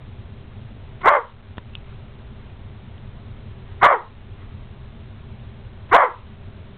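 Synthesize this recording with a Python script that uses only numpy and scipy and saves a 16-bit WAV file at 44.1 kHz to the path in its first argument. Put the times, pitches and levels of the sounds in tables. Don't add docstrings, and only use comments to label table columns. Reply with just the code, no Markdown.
import sys
import numpy as np
from scipy import signal
from scipy.fft import rfft, irfft, next_fast_len
from scipy.io import wavfile
from scipy.ndimage import uniform_filter1d

SR = 44100
rng = np.random.default_rng(int(sys.argv[2]) if len(sys.argv) > 2 else 0)


def rack_gain(trim_db):
    fader = np.asarray(trim_db, float)
    return 10 ** (fader / 20)


def inscribe(sig):
    pcm = np.round(np.clip(np.atleast_2d(sig).T, -1, 1) * 32767)
    wavfile.write(sys.argv[1], SR, pcm.astype(np.int16))


N = 298865


def rms_one(x):
    return x / np.sqrt(np.mean(x ** 2) + 1e-20)


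def drift(rate_hz, size):
    r = np.exp(-2 * np.pi * rate_hz / SR)
    wander = signal.lfilter([1], [1, -2 * r, r * r], rng.standard_normal(size + 4000))
    return rms_one(wander[4000:])


def resonance_filter(hz, width_hz):
    r = np.exp(-np.pi * width_hz / SR)
    return [(1 - r * r) / 2, 0, (r * r - 1) / 2], [1, -2 * r * np.cos(2 * np.pi * hz / SR), r * r]


def resonance(x, hz, width_hz):
    return signal.lfilter(*resonance_filter(hz, width_hz), x)


# (start [s], rise time [s], jaw starts closing after [s], level [dB], pitch sag [Hz/s])
BARK_TIMES = [
    (1.028, .024, .115, -4.5, 2000),
    (3.809, .013, .105, -4, 3036),
    (5.909, .013, .11, -3.5, 2906),
]


def barks():
    return sum(bark(*row) for row in BARK_TIMES)


BARK_S = .23
FUNDAMENTAL_DB = -17.5
JAW_DB = -6


def bark(start, *gesture, jitter=.028, uneven_db=6.0):
    first, size = int(start * SR), int(BARK_S * SR)
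    pitch, level_db, hoarse, open_db, jaw_hz = bark_shape(np.arange(size) / SR, *gesture)
    hoarse = np.clip(hoarse, 0, 1)

    phase = 2 * np.pi * np.cumsum(pitch * (1 + jitter * drift(66.2, size))) / SR
    pulses = rms_one(sum(np.cos(k * phase) for k in range(1, 9)))
    pulses = pulses * rack_gain(uneven_db * hoarse * drift(130, size))
    breath = signal.lfilter([.4], [1, -.6], rng.standard_normal(size))
    rasp = rms_one(breath * (1 + 0.35 * np.cos(phase)))
    folds = np.sqrt(1 - hoarse) * pulses + np.sqrt(hoarse) * 2.0 * rasp

    voice = jaw(jaw(folds + 1.9 * rasp, jaw_hz * 1.03), jaw_hz * .97)
    voice *= rack_gain(JAW_DB + 6.0 * np.log2(jaw_hz / 650) + 3.5 * drift(50, size))
    voice = voice + rack_gain(FUNDAMENTAL_DB + 5.3 * drift(53, size)) * np.cos(phase)
    voice = voice + throat(folds, rasp, open_db)
    voice = signal.sosfilt(signal.butter(4, 270, "high", fs=SR, output="sos"), voice)
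    voice /= np.sqrt(uniform_filter1d(voice ** 2, size=900) + 1e-9)

    out = np.zeros(N)
    out[first:first + size] = voice * rack_gain(level_db) * signal.windows.tukey(size, .05)
    return out


ONSET_DEPTH_DB, ONSET_CURVE, SWELL_DB_PER_S, SWELL_LAG_S = 29.5, 1.6, 69, .055
FADE_LAG_S, FADE_S, FADE_DB = .012, 0.077, 38
START_HZ, TOP_HZ, LOWEST_HZ = 344.25, 581.2, 347
GLIDE_LAG_S, GLIDE_RISES, GLIDE_S = .016, 1.2, .02
JAW_REST_HZ, JAW_DROP_HZ, JAW_DROP_S, JAW_OVER_PITCH = 579, 210, .045, 1.03
OPEN_DB, OPEN_DB_PER_OCTAVE = 0, 6.0
HOARSE_EDGE, HOARSE_PEAK, HOARSE_S = .2, .22, .05


def bark_shape(t, rise_s, close_s, level_db, sag_hz_per_s):
    spent = np.maximum(t - close_s - FADE_LAG_S, 0) / FADE_S
    onset = ONSET_DEPTH_DB * np.exp(-(t / rise_s) ** ONSET_CURVE)
    swell = SWELL_DB_PER_S * np.maximum(t - SWELL_LAG_S, 0)
    level = level_db - onset + swell - FADE_DB * spent ** 1.8

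    tight = .5 + .5 * np.tanh((t - GLIDE_LAG_S - GLIDE_RISES * rise_s) / GLIDE_S)
    sagging = np.maximum(TOP_HZ - sag_hz_per_s * (t - close_s), LOWEST_HZ)
    pitch = np.minimum(START_HZ + (TOP_HZ - START_HZ) * tight, sagging)

    settling = JAW_REST_HZ + JAW_DROP_HZ * np.exp(-t / JAW_DROP_S)
    jaw_hz = np.minimum(settling, JAW_OVER_PITCH * sagging)
    open_db = OPEN_DB + OPEN_DB_PER_OCTAVE * np.log2(jaw_hz / TOP_HZ)
    hoarse = HOARSE_EDGE + HOARSE_PEAK * np.exp(-((t - close_s) / HOARSE_S) ** 2)
    return pitch, level, hoarse, open_db, jaw_hz


JAW_WIDTH_HZ = 150


def jaw(x, centre_hz, size=64):
    out, state = np.zeros(len(x)), np.zeros(2)
    for i in range(0, len(x), size):
        mouth = resonance_filter(centre_hz[i], JAW_WIDTH_HZ)
        out[i:i + size], state = signal.lfilter(*mouth, x[i:i + size], zi=state)
    return out


# (frequency [Hz], width [Hz], level [dB])
THROAT_RESONANCES = [(448, 91, -15.5), (800, 190, -4.5), (1045, 247, 0.5), (1440, 220, -6.5),
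                     (1646, 250, -9), (2074.3, 120, -10.5), (2275, 87, -19), (3233, 220, -36.5)]


def throat(folds, rasp, open_db):
    voice = 0
    for k, (hz, width, top_db) in enumerate(THROAT_RESONANCES):
        tilt = rack_gain(open_db * np.log2(hz / 700))
        airy = 0.33 * (hz / 2000) ** 2 * rasp
        ring = resonance(resonance(folds + airy, hz, width * 1.86), hz, width * 1.86)
        voice = voice + (-1) ** k * rack_gain(top_db) * tilt * ring
    return voice


# (time [s], length [s], level [dB], centre [Hz])
BREATHS = [
    (1.018, 0.016, -36.5, 1173),
    (1.902, .12, -53, 1280),
    (3.703, .12, -50, 960),
    (4.414, .1, -51, 1105),
    (5.901, 0.022, -41, 942),
    (3.804, 0.013, -46, 1092),
    (6.296, 0.16, -57, 896.4),
]


def pants():
    t, out = np.arange(N) / SR, np.zeros(N)
    for s, length, level_db, hz in BREATHS:
        near = slice(int((s - 2 * length) * SR), int((s + 2 * length) * SR))
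        air = rng.standard_normal(len(t[near]))
        air = resonance(air, hz, 340) + 0.5 * resonance(air, 1.7 * hz, 250)
        puff = np.exp(-(2 * (t[near] - s) / length) ** 2)
        out[near] += rack_gain(level_db) * rms_one(air) * puff
    return out


# (time [s], peak level [dB], ring [Hz], ring t60 [s], thump level [dB])
TICK_TIMES = [
    (1.572, -37.5, 3330, 0.0039, -28),
    (1.5814, -30, 987, 0.034, -17.5),
    (1.583, -27, 1616, .009, -43),
    (1.5817, -35, 2970, .007, -54.5),
    (1.736, -42.5, 2670, 0.023, -51),
    (1.7528, -22, 2930, 0.0095, -48),
    (1.756, -46, 2590, 0.1, -48),
    (2.501, -49.5, 2515, 0.023, -41),
    (2.98, -44.5, 2960, .015, -45),
]


def ticks():
    t, out = np.arange(4000) / SR, np.zeros(N)
    for s, peak_db, hz, t60, thump_db in TICK_TIMES:
        ring = np.sin(2 * np.pi * hz * t) + 0.41 * np.sin(2 * np.pi * hz * 1.1 * t)
        crack = 1.6 * resonance(rng.standard_normal(4000), 2700, 2800) * np.exp(-t / 0.0033)
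        push = np.cos(2 * np.pi * 75 * t + 0.3) * np.exp(-t / 0.0034)
        tick = rack_gain(peak_db - 60 * t / t60) * (ring + crack) + rack_gain(thump_db) * push
        out[int(s * SR):int(s * SR) + 4000] += tick
    return out


ROOM_T60_S, ROOM_DB, WALL_CUT_HZ = 0.23, -8, 3500


def room(x):
    size = next_fast_len(N + SR)
    w = 2 * np.pi * np.fft.rfftfreq(size)
    hz = w * SR / (2 * np.pi)
    t60 = ROOM_T60_S / (1 + (hz / WALL_CUT_HZ) ** 2)
    echo = 0
    for k, lag in enumerate(rng.uniform(.013, .05, 32) * SR):
        loop = rack_gain(-60 * lag / SR / t60) * np.exp(-1j * w * lag)
        echo = echo + (-1) ** k * loop / (1 - loop)
    low_loss = (hz / 500) ** 2
    echo = echo * low_loss / (1 + low_loss)
    for lag in (61, 149, 317):
        z = np.exp(-1j * w * lag)
        echo = echo * (z - .6) / (1 - 0.39 * z)
    return irfft(rfft(x, size) * echo, size)[:N] / 5.5


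RUMBLE_DB, RUMBLE_CUT_HZ = -38, 3000
# (frequency [Hz], level [dB])
RUMBLE_COLOUR = [(12, -44), (22, -3), (45, -7), (75, -4), (175, -15.5), (320, -24), (1090, -32),
                 (2500, -43.5)]
# (frequency [Hz], width [octaves], lift [dB])
MODES = [(95.6, .17, 7), (122.74, 0.21, 7), (218.3, .15, 8), (395.9, .08, 8.5), (640, 0.074, 3.5)]


def rumble():
    size = next_fast_len(N)
    hz = np.fft.rfftfreq(size, 1 / SR) + 1
    points_hz, points_db = np.transpose(RUMBLE_COLOUR)
    slope_db = np.interp(np.log(hz), np.log(points_hz), points_db)
    lift_db = sum(db * np.exp(-(np.log2(hz / mode_hz) / octaves) ** 2) for mode_hz, octaves, db in MODES)
    colour = rack_gain(slope_db + lift_db) / (1 + (hz / RUMBLE_CUT_HZ) ** 12)
    noise = irfft(rfft(rng.standard_normal(size)) * colour, size)[:N]
    return rack_gain(RUMBLE_DB) * rms_one(noise)


def scene():
    dog = barks() + pants()
    return (rack_gain(-2.5) * dog + rack_gain(ROOM_DB) * room(dog) + ticks() + rumble())[None]


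HOLD_S, GRAB_S = 0.11, .014
# (time [s], drop [dB], recovery time [s])
GAIN_DROPS = [
    (1.088, 23, 0.18),
    (3.863, 23, 0.12),
    (5.961, 22, 0.099),
]


def gain_db():
    t, out = np.arange(N) / SR, np.zeros(N)
    for s, drop_db, recover_s in GAIN_DROPS:
        since = t - s
        down = 0.31 * np.clip(since / GRAB_S, 0, 1) + 0.4 * np.clip(since / HOLD_S, 0, 1)
        out -= drop_db * down * np.exp(-np.maximum(since - HOLD_S, 0) / recover_s)
    return out


def roll_off(x):
    return signal.sosfilt(signal.butter(12, 15740, fs=SR, output="sos"), x)


BAND_EDGE_HZ, CONVERTER_TOP, FILE_TOP = 5360, 0.7, .72
OFFSET, STEPS = -.0028, 128


def record(dry):
    slow = signal.resample_poly(dry * rack_gain(gain_db()), 80, 441, axis=1) + OFFSET
    slow = np.clip(slow, -CONVERTER_TOP, CONVERTER_TOP)
    slow = np.round(slow * STEPS / FILE_TOP) * FILE_TOP / STEPS
    x = signal.resample_poly(np.pad(slow, ((0, 0), (0, 40)), "edge"), 441, 80, axis=1)
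    x = signal.sosfiltfilt(signal.cheby2(8, 35, BAND_EDGE_HZ, fs=SR, output="sos"), x)[:, :N]
    fade_out = np.minimum(np.arange(N, 0, -1) / 150, 1)
    mix = np.clip(x, -FILE_TOP, FILE_TOP) * fade_out
    return roll_off(mix)


dry = scene()
out = record(dry)
inscribe(out)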